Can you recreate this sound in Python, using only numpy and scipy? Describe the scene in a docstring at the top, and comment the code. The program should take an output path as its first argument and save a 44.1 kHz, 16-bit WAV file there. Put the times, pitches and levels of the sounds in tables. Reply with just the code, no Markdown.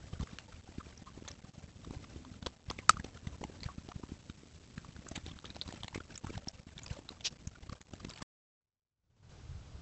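"""Night, dry leaves: a fox chews bones a few metres from a small, nearly mono camera microphone.
From the start a low rumble, hiss and crackling leaves flutter under an expander, with teeth clicks as
ringing sprays of noise and dull thuds as low swings. A dull tone wavers at 1.75 s, a bone cracks at 2.9 s
as a noise snap with decaying sines, and at 7.25 s something drags through the leaves. After a silent gap
the gain climbs in steps on an empty, windy scene of shaped noise, where late gusts knock on the microphone."""
import sys
import numpy as np
from scipy import signal
from scipy.fft import rfft, irfft, next_fast_len
from scipy.io import wavfile
from scipy.ndimage import uniform_filter1d

SR = 44100
rng = np.random.default_rng(int(sys.argv[2]) if len(sys.argv) > 2 else 0)


def bounce(signal):
    """Save signal as a 16-bit WAV file at the path given by the first command-line argument."""
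    frames = np.transpose(np.atleast_2d(signal))
    limited = np.clip(frames, -1, 1)
    pcm = np.round(limited * 32767).astype(np.int16)
    wavfile.write(sys.argv[1], SR, pcm)


def ratio_of_db(decibels):
    """Turn decibels (scalar or array-like) into linear amplitude factors; 0 dB maps to 1."""
    return 10 ** (np.asarray(decibels, float) / 20)


N = 432621
CUT_S, RESTART_S, FULL_S = 8.229, 8.607, 9.292  # feeding ends, empty scene starts, its gain is full


def in_time(rows):
    """Columns of a curve table, one value per sample."""
    s, *columns = np.transpose(rows)
    return [np.interp(np.arange(N) / SR, s, column) for column in columns]


def rms_one(x):
    """Scale to rms 1."""
    return x / np.sqrt(np.mean(x ** 2) + 1e-20)


def peak_one(x):
    """Scale to peak 1."""
    return x / np.max(np.abs(x))


def colour(x, spectrum):
    """Shape a white signal by (f/Hz, level/dB) points joined over log frequency; rms 1."""
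    size = next_fast_len(N)
    hz = np.maximum(np.arange(size // 2 + 1) * SR / size, 1)
    point_hz, point_db = np.transpose(spectrum)
    gain = ratio_of_db(np.interp(np.log(hz), np.log(point_hz), point_db))
    return rms_one(irfft(rfft(x, size) * gain, size)[:N])


def band(x, low_hz, high_hz):
    """Causal band-pass; the upper edge is held to a third of the sample rate."""
    edges = [low_hz, min(high_hz, SR / 3)]
    return signal.sosfilt(signal.butter(2, edges, "band", fs=SR, output="sos"), x)


def add(out, s, sound):
    """Lay a short sound in at time s."""
    i = max(round(s * SR), 0)
    out[i:i + len(sound)] += sound[:N - i]


def lumps(per_s):
    """Slow random wander, rms 1: noise through a double low-pass pole at per_s Hz."""
    r = np.exp(-2 * np.pi * per_s / SR)
    return rms_one(signal.lfilter([1], [1, -2 * r, r * r], rng.standard_normal(N + SR))[SR:])


def grains(per_s, spread_db):
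    """Random tiny snaps of uneven size and either sign."""
    sizes = ratio_of_db(spread_db * np.minimum(rng.exponential(1, N), 3.5)) * rng.choice([-1, 1], N)
    return sizes * (rng.random(N) < per_s / SR)


# rumble and leaves while feeding, before the random stir: t/s, rumble level/dB, leaves level/dB
FEEDING = [(0.15, -55, -64.5), (0.55, -59.5, -64.5), (1.05, -57, -67), (1.35, -58.5, -63),
           (1.65, -58.5, -66), (1.9, -52, -65), (2.55, -60, -65), (3.05, -54.5, -63.5), (3.45, -54, -68),
           (3.9, -58, -63), (4.35, -58.5, -72), (4.85, -56, -68), (5.3, -55.5, -62.5), (5.7, -55.5, -59),
           (6.08, -59.5, -62), (6.3, -58, -59), (6.6, -61, -64), (6.87, -54.5, -61.5), (7.05, -60, -62.5),
           (7.25, -57.5, -63), (7.5, -57.5, -64), (7.7, -60, -61), (7.87, -64, -64.5), (8.0, -55, -63.5),
           (8.17, -54.5, -57)]
# spectrum of the rumble: f/Hz, relative level/dB per Hz
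RUMBLE_COLOUR = [(12, -50.5), (20, -12.5), (52, -2), (75, 3), (241, -7), (664, -23), (1000, -32),
                 (1300, -43.5), (2200, -120)]


def rumble():
    """Lumpy low noise, stirred more when the leaves are busier; returns it and its stir in dB."""
    rumble_db, leaves_db = in_time(FEEDING)
    stir_db = np.clip(0.41 * (leaves_db + 72.0), 1, 4.5) * lumps(42)
    return ratio_of_db(rumble_db + stir_db) * colour(rng.standard_normal(N), RUMBLE_COLOUR), stir_db


# hiss under the feeding: t/s, level/dB
NEAR_HISS = [(0, -64), (2, -64.5), (2.7, -65), (4.2, -63), (5.6, -63), (6.5, -65), (8.2, -65.5)]
# spectrum of that hiss: f/Hz, relative level/dB per Hz
HISS_COLOUR = [(290, -30), (500, -8.5), (1270, -6.5), (1370, -5.5), (7900, -8), (10300, -42)]


def near_hiss():
    """Steady microphone hiss: shaped noise whose level drifts slightly."""
    return ratio_of_db(in_time(NEAR_HISS)[0]) * colour(rng.standard_normal(N), HISS_COLOUR)


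def crackle(per_s=800, spread_db=4.0, cycles=36.0, clumpy_db=5, dry=0.45):
    """Clumped small scrapes: a few ms of noise ring at one of 20 pitches within a dry puff; rms 1."""
    snaps = grains(per_s * ratio_of_db(clumpy_db * lumps(14)), spread_db)
    dealt = rng.integers(0, 20, N)  # which pitch each snap excites
    noise, ringing = rng.standard_normal(N), 0
    for k, hz in enumerate(np.geomspace(500, 7200, 20)):
        r = ratio_of_db(-60 * hz / (cycles * SR))  # falls 60 dB in the given number of cycles
        w = 2 * np.pi * hz / SR
        scrape = noise * uniform_filter1d(np.abs(snaps) * (dealt == k), size=240) + 1e-18
        ring = signal.lfilter([1 - r * r, 0, r * r - 1], [1, -2 * r * np.cos(w), r * r], scrape)
        ringing = ringing + ring / (1 - r) ** 0.81  # lower pitches are stronger
    puff_size = np.sqrt(np.abs(uniform_filter1d(snaps ** 2, size=200)))
    puffs = puff_size * band(rng.standard_normal(N), 320, 6300)
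    return rms_one(rms_one(ringing) + dry * rms_one(puffs))


def leaves(low, stir_db, follows=0.54, quiet_db=-56):
    """Crackling leaves that crunch with every low movement, here the short-time power of low."""
    leaves_db = in_time(FEEDING)[1]
    low_power = np.abs(uniform_filter1d(low ** 2, size=500))
    pressed_db = follows * 10 * np.log10(low_power + ratio_of_db(2 * quiet_db))
    return ratio_of_db(leaves_db + 0.5 * stir_db + pressed_db - pressed_db.mean()) * crackle()


# teeth and twigs: t/s, nominal peak level/dB before the expander, ring f/Hz, length/ms, ringing share 0-1
CLICKS = [(0.132, -52, 1110, 4.4, 1), (0.159, -56.5, 1380, 10, 1), (0.198, -51.5, 1400, 8, 0.3),
          (0.2098, -41, 1140, 4.1, 0.72), (0.233, -44, 450, 7.5, 0.8), (0.273, -48, 1250, 5.3, 0.6),
          (0.3866, -33, 2700, 1.3, 0.4), (0.806, -46.5, 1250, 12, 0.97), (0.9774, -47.5, 5640, 3.1, 1),
          (1.073, -51.5, 1114, 39, 0.92), (1.251, -50, 1430, 3, .7), (1.2786, -34.5, 3800, 1.7, 0.66),
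          (1.285, -41.5, 6300, 10, 0.56), (1.3154, -42.5, 5600, 2, 0.8), (1.8483, -46.5, 1210, 5.2, 0.64),
          (1.909, -46.5, 916, 2.7, 0.7), (2.044, -50, 1200, 8, .4), (2.25, -48, 1110, 4, 0.8),
          (2.4272, -43.5, 3530, 3, 0.3), (2.463, -28, 1167, 2.2, 0.27), (2.4688, -33.5, 950, 4.5, 0.37),
          (2.702, -32.5, 700, 4.8, 0.08), (2.7118, -32, 1080, 2.1, 0.67), (2.7887, -31, 2080, 1.16, 0.86),
          (2.9098, -31.5, 4500, 1, .2), (2.936, -51, 1290, 8.6, 0.86), (2.9707, -36.5, 1263, 4.1, 0.98),
          (2.9989, -41, 1800, 4.6, 0.8), (3.046, -43, 3500, 5.3, 0.3), (3.174, -47.5, 1410, 3.3, 0.6),
          (3.272, -44, 2070, 4.2, 0.3), (3.416, -45.5, 796, 3.5, 0.8), (3.4398, -34.5, 840, 3.6, 0.65),
          (3.606, -41.5, 4230, 1.1, 0.8), (3.6334, -35, 4360, 2.8, 0.75), (3.6412, -42, 4420, 3.4, 0.5),
          (3.663, -46, 1790, 4, 0.7), (3.688, -39.5, 1080, 1.6, 1), (3.889, -38.5, 750, 0.72, 0.5),
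          (3.919, -43.5, 1070, 4.9, 0.5), (4.0356, -46, 986, 4.7, 0.98), (4.299, -45, 3470, 3.6, 0.43),
          (4.7801, -40, 1480, 2.5, 0.64), (4.8477, -42.5, 1167, 1.7, 0.93), (4.965, -46, 1530, 2.3, 0.66),
          (5.068, -45.5, 1440, 3.3, 0.97), (5.087, -42.5, 6900, 5.6, 0.84),
          (5.1163, -46.5, 710, 10.4, 0.58), (5.1608, -37, 3680, 12.3, 0.16), (5.178, -43, 810, 3.2, 0.6),
          (5.264, -38.5, 3390, 1.7, 0.6), (5.2698, -46, 1500, 1.5, 0.1), (5.296, -51, 3400, 7.3, 0.8),
          (5.316, -49, 3250, 4.6, 0.9), (5.389, -43.5, 3900, 2, 0.17), (5.4446, -44, 1226, 2.5, 0.73),
          (5.4528, -40, 3320, 1.1, .7), (5.4564, -36.5, 3740, 1, 0.86), (5.466, -47, 3200, 1.5, 0.3),
          (5.5036, -38.5, 3980, 1.8, 0.95), (5.548, -46, 3890, 2, 0.6), (5.56, -42, 990, 1.5, 0.1),
          (5.5655, -36, 741, 1.9, 0.8), (5.614, -26, 3790, 1.3, 1), (5.6193, -36.5, 4180, 4.9, 0.82),
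          (5.679, -42.5, 4060, 2.5, 0.3), (5.689, -43, 3500, 2.5, 0.1), (5.7258, -37.5, 711, 1.6, 0.54),
          (5.8343, -33, 3370, 2, 0.54), (5.845, -39, 730, 1.9, 0.07), (5.882, -36.5, 3970, 3.5, 0.3),
          (5.93, -48.5, 840, 4.5, 0.7), (5.9476, -38, 2100, 4.8, 0.2), (5.9555, -45, 2250, 19, 0.55),
          (5.977, -45, 2320, 2.3, 0.7), (6.0053, -42.5, 1400, 4.1, 0.84), (6.107, -51.5, 1530, 9.6, 0.43),
          (6.1576, -43.5, 5630, 7.6, 0.75), (6.178, -37.5, 7060, 3.2, 0.89), (6.245, -46, 860, 12.5, 0.8),
          (6.2698, -32.5, 1240, 1.1, 0.7), (6.3024, -49, 2320, 7.3, 0.74), (6.3553, -48, 1730, 10, 0.64),
          (6.3784, -39, 730, 3.4, 0.64), (6.473, -45, 763, 4, 0.6), (6.485, -31.5, 5400, 4, 0.98),
          (6.78, -41, 3600, 2.9, 0.8), (6.791, -47, 2200, 8.5, .3), (6.834, -42, 6860, 2.6, 0.97),
          (6.842, -52, 6800, 12, 0.7), (6.864, -41.5, 4931, 4.7, 0.5), (6.881, -45.5, 4800, 2.1, .3),
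          (6.904, -49, 2690, 11, 0.35), (7.0913, -36, 3990, 3.6, 0.85), (7.209, -43.5, 3170, 2.5, 0.7),
          (7.4738, -39.5, 6520, 3, 0.92), (7.555, -53, 1370, 11, 0.93), (7.696, -42.5, 1120, 2.7, 0.5),
          (7.729, -46, 1220, 5.6, 0.54), (7.8148, -40.5, 6750, 0.92, 0.5), (7.937, -46, 673, 7.6, 0.4),
          (7.955, -52, 2000, 3.2, 0), (8.002, -51, 1190, 12, 0.5), (8.049, -42.5, 2670, 5.7, 0.1),
          (8.095, -44.5, 5100, 4.2, 0.9), (8.1016, -42, 7000, 2.8, 0.4), (8.11, -47, 3500, 6.7, .4),
          (8.137, -46, 4640, 4, 0.6), (8.161, -48, 2500, 5, 0.1), (8.1765, -45.5, 2540, 3.1, 0.3),
          (8.184, -49, 3450, 3, .6), (8.209, -53, 1230, 7.9, 0.9), (8.222, -42, 1130, 8.3, 0.36)]


def clicks(width=1.08, fall=1.12, tail_db=-22, tail_s=0.016, gritty_db=4.5, crest_db=3.0, chip_s=0.0012):
    """Sprays of splinters: part rings at one pitch, part is broad and chip-coloured; a faint tail settles."""
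    t, out = np.arange(-600, 1800) / SR, np.zeros(N)
    shape_2d = (len(CLICKS), len(t))
    grit = rng.standard_normal(shape_2d) * ratio_of_db(gritty_db * rng.standard_normal(shape_2d))
    chips = rng.standard_normal((len(CLICKS), 200)) * np.exp(-np.arange(200) / (chip_s * SR))
    tail = ratio_of_db(tail_db) * np.exp(-np.abs(t) / tail_s) * (t > 0)
    for (s, level_db, hz, length_ms, share), spray, chip in zip(CLICKS, grit, chips):
        half = length_ms / 2000  # seconds
        shape = np.exp(-(t / np.where(t < 0, half, fall * half)) ** 2) + tail
        ring = band(spray, hz / width, hz * width) * shape
        broad = band(signal.lfilter(chip, [1], spray[::-1]), 180, 5000) * shape
        core = np.abs(t) < half
        ring_part = np.sqrt(share) * ring / np.std(ring[core])
        broad_part = np.sqrt(1 - share) * broad / np.std(broad[core])
        add(out, s + t[0], ratio_of_db(level_db - crest_db) * (ring_part + broad_part))
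    return out


def low_swings(events, scuffed, cycles=0.4, after_hz=75, after_db=-8, after_s=0.011,
               scuff_db=-20, scuff_s=0.0054):
    """A dip then a push, a slow low swing after it and, if scuffed, a puff of leaf noise on top."""
    t, out = np.arange(-900, 2600) / SR, np.zeros(N)
    puffs = rng.standard_normal((len(events), len(t))) * np.exp(-(t / scuff_s) ** 2)
    after = ratio_of_db(after_db) * np.sin(2 * np.pi * after_hz * t) * np.exp(-np.abs(t) / after_s) * (t > 0)
    for (s, peak_db, hz), puff in zip(events, puffs):
        push = np.sin(2 * np.pi * hz * t) * np.exp(-(t * hz / cycles) ** 2)
        scuff = ratio_of_db(scuff_db) * band(puff, 250, 3500) * scuffed
        add(out, s + t[0], ratio_of_db(peak_db) * (peak_one(push) + after + scuff))
    return out


# dull thuds of jaw and paws: t/s, peak level/dB of the push before the expander, swing f/Hz
THUDS = [(0.1341, -34.5, 129.4), (0.2023, -30.5, 144), (0.2145, -34, 70), (0.2305, -32.5, 131),
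         (0.7843, -31.5, 203), (1.1771, -40, 265), (1.5815, -42, 143.5), (1.8739, -40, 272),
         (1.9093, -36.5, 226), (1.9362, -40.5, 310), (2.1622, -37.5, 240), (2.3177, -41, 151),
         (2.428, -38, 145), (2.4683, -30, 380), (2.6873, -37, 97.1), (2.7058, -35, 280),
         (2.7897, -36, 317.7), (2.903, -33.5, 150), (2.9723, -37.5, 118), (2.999, -35, 153.6),
         (3.0465, -33, 330), (3.2726, -31.5, 135), (3.4165, -39, 350), (3.4325, -35, 361),
         (3.4504, -34.5, 194), (3.6623, -32, 102), (3.7833, -34.5, 175), (3.888, -38, 280),
         (3.9621, -33.5, 120.4), (4.0373, -34.5, 237), (4.1207, -33, 213), (4.2992, -35.5, 179),
         (4.7806, -34.5, 150), (5.1158, -35.5, 210), (5.1779, -34, 193), (5.2652, -39, 288),
         (5.315, -39.5, 171), (5.4452, -41.5, 311), (5.6794, -41.5, 197), (5.6904, -39, 180),
         (5.7399, -39.5, 234), (5.8459, -38.5, 138), (5.9588, -30.5, 316), (5.9789, -34, 235),
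         (6.0061, -42.5, 258), (6.2466, -34, 185), (6.2702, -40.5, 104), (6.297, -38.5, 250),
         (6.3061, -34.5, 312), (6.3551, -40, 140), (6.3732, -34, 116), (6.4745, -36, 198),
         (6.6698, -42, 193), (6.913, -32, 103.7), (6.9909, -40, 290), (7.4741, -33.5, 130.5),
         (7.697, -40.5, 173), (7.7253, -36.5, 153), (7.9373, -37, 205), (8.0497, -35, 230),
         (8.087, -41, 130), (8.2241, -36.5, 170)]


def thuds(soft_count=40, over_rumble_db=9.5, spread_db=7, low_hz=70, high_hz=330):
    """Low swings with leaf scuffs: the listed thuds and random small ones that follow the rumble level."""
    when, size, pitch = rng.random((soft_count, 3)).T
    soft_s = when * CUT_S
    curve_s, rumble_db, _ = np.transpose(FEEDING)
    soft_db = np.interp(soft_s, curve_s, rumble_db) + over_rumble_db + spread_db * size
    soft = np.transpose([soft_s, soft_db, low_hz * (high_hz / low_hz) ** pitch])
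    return low_swings([*THUDS, *soft], scuffed=True)


def drone(start_s=1.75, end_s=2.55, hz=250, level_db=-61):
    """A dull wavering tone for a while: narrow-band noise with a random level, faded over 0.1 s."""
    t = np.arange(N) / SR
    on = np.clip(np.minimum(t - start_s, end_s - t) * 10, 0, 1)
    tone = rms_one(band(rng.standard_normal(N), hz / 1.12, hz * 1.14))
    return ratio_of_db(level_db + 3.4 * lumps(20)) * on * tone


# ringing modes of the hollow bone: f/Hz, relative level/dB, 60 dB decay time/s
BONE = [(1270, -3, 0.021), (700, -11, 0.008), (2250, -17, 0.008), (3050, -16, 0.01)]


def crack(at_s=2.8932, ring_db=-6.5, snap_db=-3.5, split_s=0.0015, settle_s=0.011, settle_db=-23):
    """The shaft splits in a bright snap that sets the hollow bone ringing."""
    t, out = np.arange(2600) / SR, np.zeros(N)
    settling = ratio_of_db(settle_db + 4 * lumps(150)[:len(t)]) * np.exp(-t / settle_s)
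    snap = rng.standard_normal(len(t)) * (np.exp(-t / split_s) + settling)
    swell = 1 - np.exp(-(t / 0.0017) ** 2)  # the ring builds over about two cycles
    ring = sum(ratio_of_db(db - 60 * t / t60) * np.sin(2 * np.pi * hz * t) for hz, db, t60 in BONE) * swell
    add(out, at_s, ratio_of_db(ring_db) * peak_one(ring) + ratio_of_db(snap_db) * peak_one(band(snap, 1700, 12000)))
    return out


# spectrum of the drag: f/Hz, relative level/dB per Hz
DRAG_COLOUR = [(180, -46), (300, -16.5), (802, -21), (973, -22.5), (2230, -16.5), (2490, -8), (4160, -4.5),
               (5640, -3.5), (8200, -24), (10700, -63)]


def drag(at_s=7.251, hold_s=0.024, level_db=-34, rise_db_per_s=2102, fall_db_per_s=1500):
    """One long drag through the leaves: dense shaped grains that rise, hold and fall away."""
    t = np.arange(N) / SR - at_s
    slope_db = np.minimum(rise_db_per_s * t, fall_db_per_s * (hold_s - t))
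    return ratio_of_db(level_db + np.minimum(0, slope_db)) * colour(grains(6000, 3.6), DRAG_COLOUR)


def expander(x, knee_db=-58, slope=3.2, window_s=0.00081, floor_db=-22):
    """Whatever falls under the knee is pushed further down, within milliseconds."""
    size = round(window_s * SR)
    level_db = 10 * np.log10(uniform_filter1d(x ** 2, size) + 1e-12)
    gain_db = np.clip(slope * (level_db - knee_db), floor_db, 0)
    return x * ratio_of_db(uniform_filter1d(gain_db, size // 4))


# wind of the empty scene at full gain: t/s, level/dB
WIND = [(9.3, -51.5), (9.56, -52.5), (9.81, -51.5)]
# spectrum of the wind: f/Hz, relative level/dB per Hz
WIND_COLOUR = [(12, -41), (20, -21), (84, -7), (117, -9), (206, -23.5), (1200, -38), (1560, -37.5),
               (2640, -120)]


def empty_scene(hiss_db=-65.5, step_s=0.064, step_db=7, lowest_db=-45):
    """Wind on the microphone and steady hiss; the gain waits low, then climbs in even steps."""
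    t = np.arange(N) / SR
    wind = ratio_of_db(in_time(WIND)[0]) * colour(rng.standard_normal(N), WIND_COLOUR)
    hiss = ratio_of_db(hiss_db) * rms_one(band(rng.standard_normal(N), 330, 6600))
    gain_db = np.clip(step_db * np.floor((t - FULL_S) / step_s), lowest_db, 0)
    return (wind + hiss) * ratio_of_db(gain_db) * (t > RESTART_S)


# gusts that knock on the microphone: start t/s, length/s, mean peak level/dB of the pushes
GUSTS = [(9.498, .1, -43), (9.753, .01, -41)]


def wind_knocks(gap_s=0.011, hz=95.16):
    """Each gust is a run of low swings, uneven in time, level and pitch."""
    knocks = []
    for start, length, db in GUSTS:
        for s in np.arange(start, start + length, gap_s):
            knock_s = s + gap_s * rng.uniform(-0.32, 0.27)
            knocks.append((knock_s, db + rng.normal(0, 1.5), hz * rng.uniform(0.8, 0.86)))
    return low_swings(knocks, scuffed=False)


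def scene():
    """Feeding until the cut, silence, then the empty scene; the same in both channels."""
    t = np.arange(N) / SR
    low = thuds() + wind_knocks()
    rumbling, stir_db = rumble()
    background = rumbling + near_hiss() + leaves(low + rumbling, stir_db) + drone() + drag()
    feeding = expander(background + clicks() + low + crack())
    empty = low * (t > RESTART_S) + empty_scene()
    return np.tile(np.where(t < CUT_S, feeding, empty), (2, 1))


def top_cut(x):
    """Nothing passes above the cut-off."""
    return signal.sosfilt(signal.butter(12, 8900, fs=SR, output="sos"), x)


def record(dry):
    """A steep low-pass dulls the top; the channels differ by a faint hiss that follows the level."""
    level = np.sqrt(np.abs(uniform_filter1d(band(dry[0], 300, 8000) ** 2, size=400)))
    apart = ratio_of_db(-27) * level * band(rng.standard_normal(N), 150, 9000)
    low_pass = signal.cheby2(16, 55, 8620, fs=SR, output="sos")  # 55 dB down from 8620 Hz
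    mix = signal.sosfilt(low_pass, dry + apart * [[1], [-1]])
    return top_cut(mix)


dry = scene()
out = record(dry)
bounce(out)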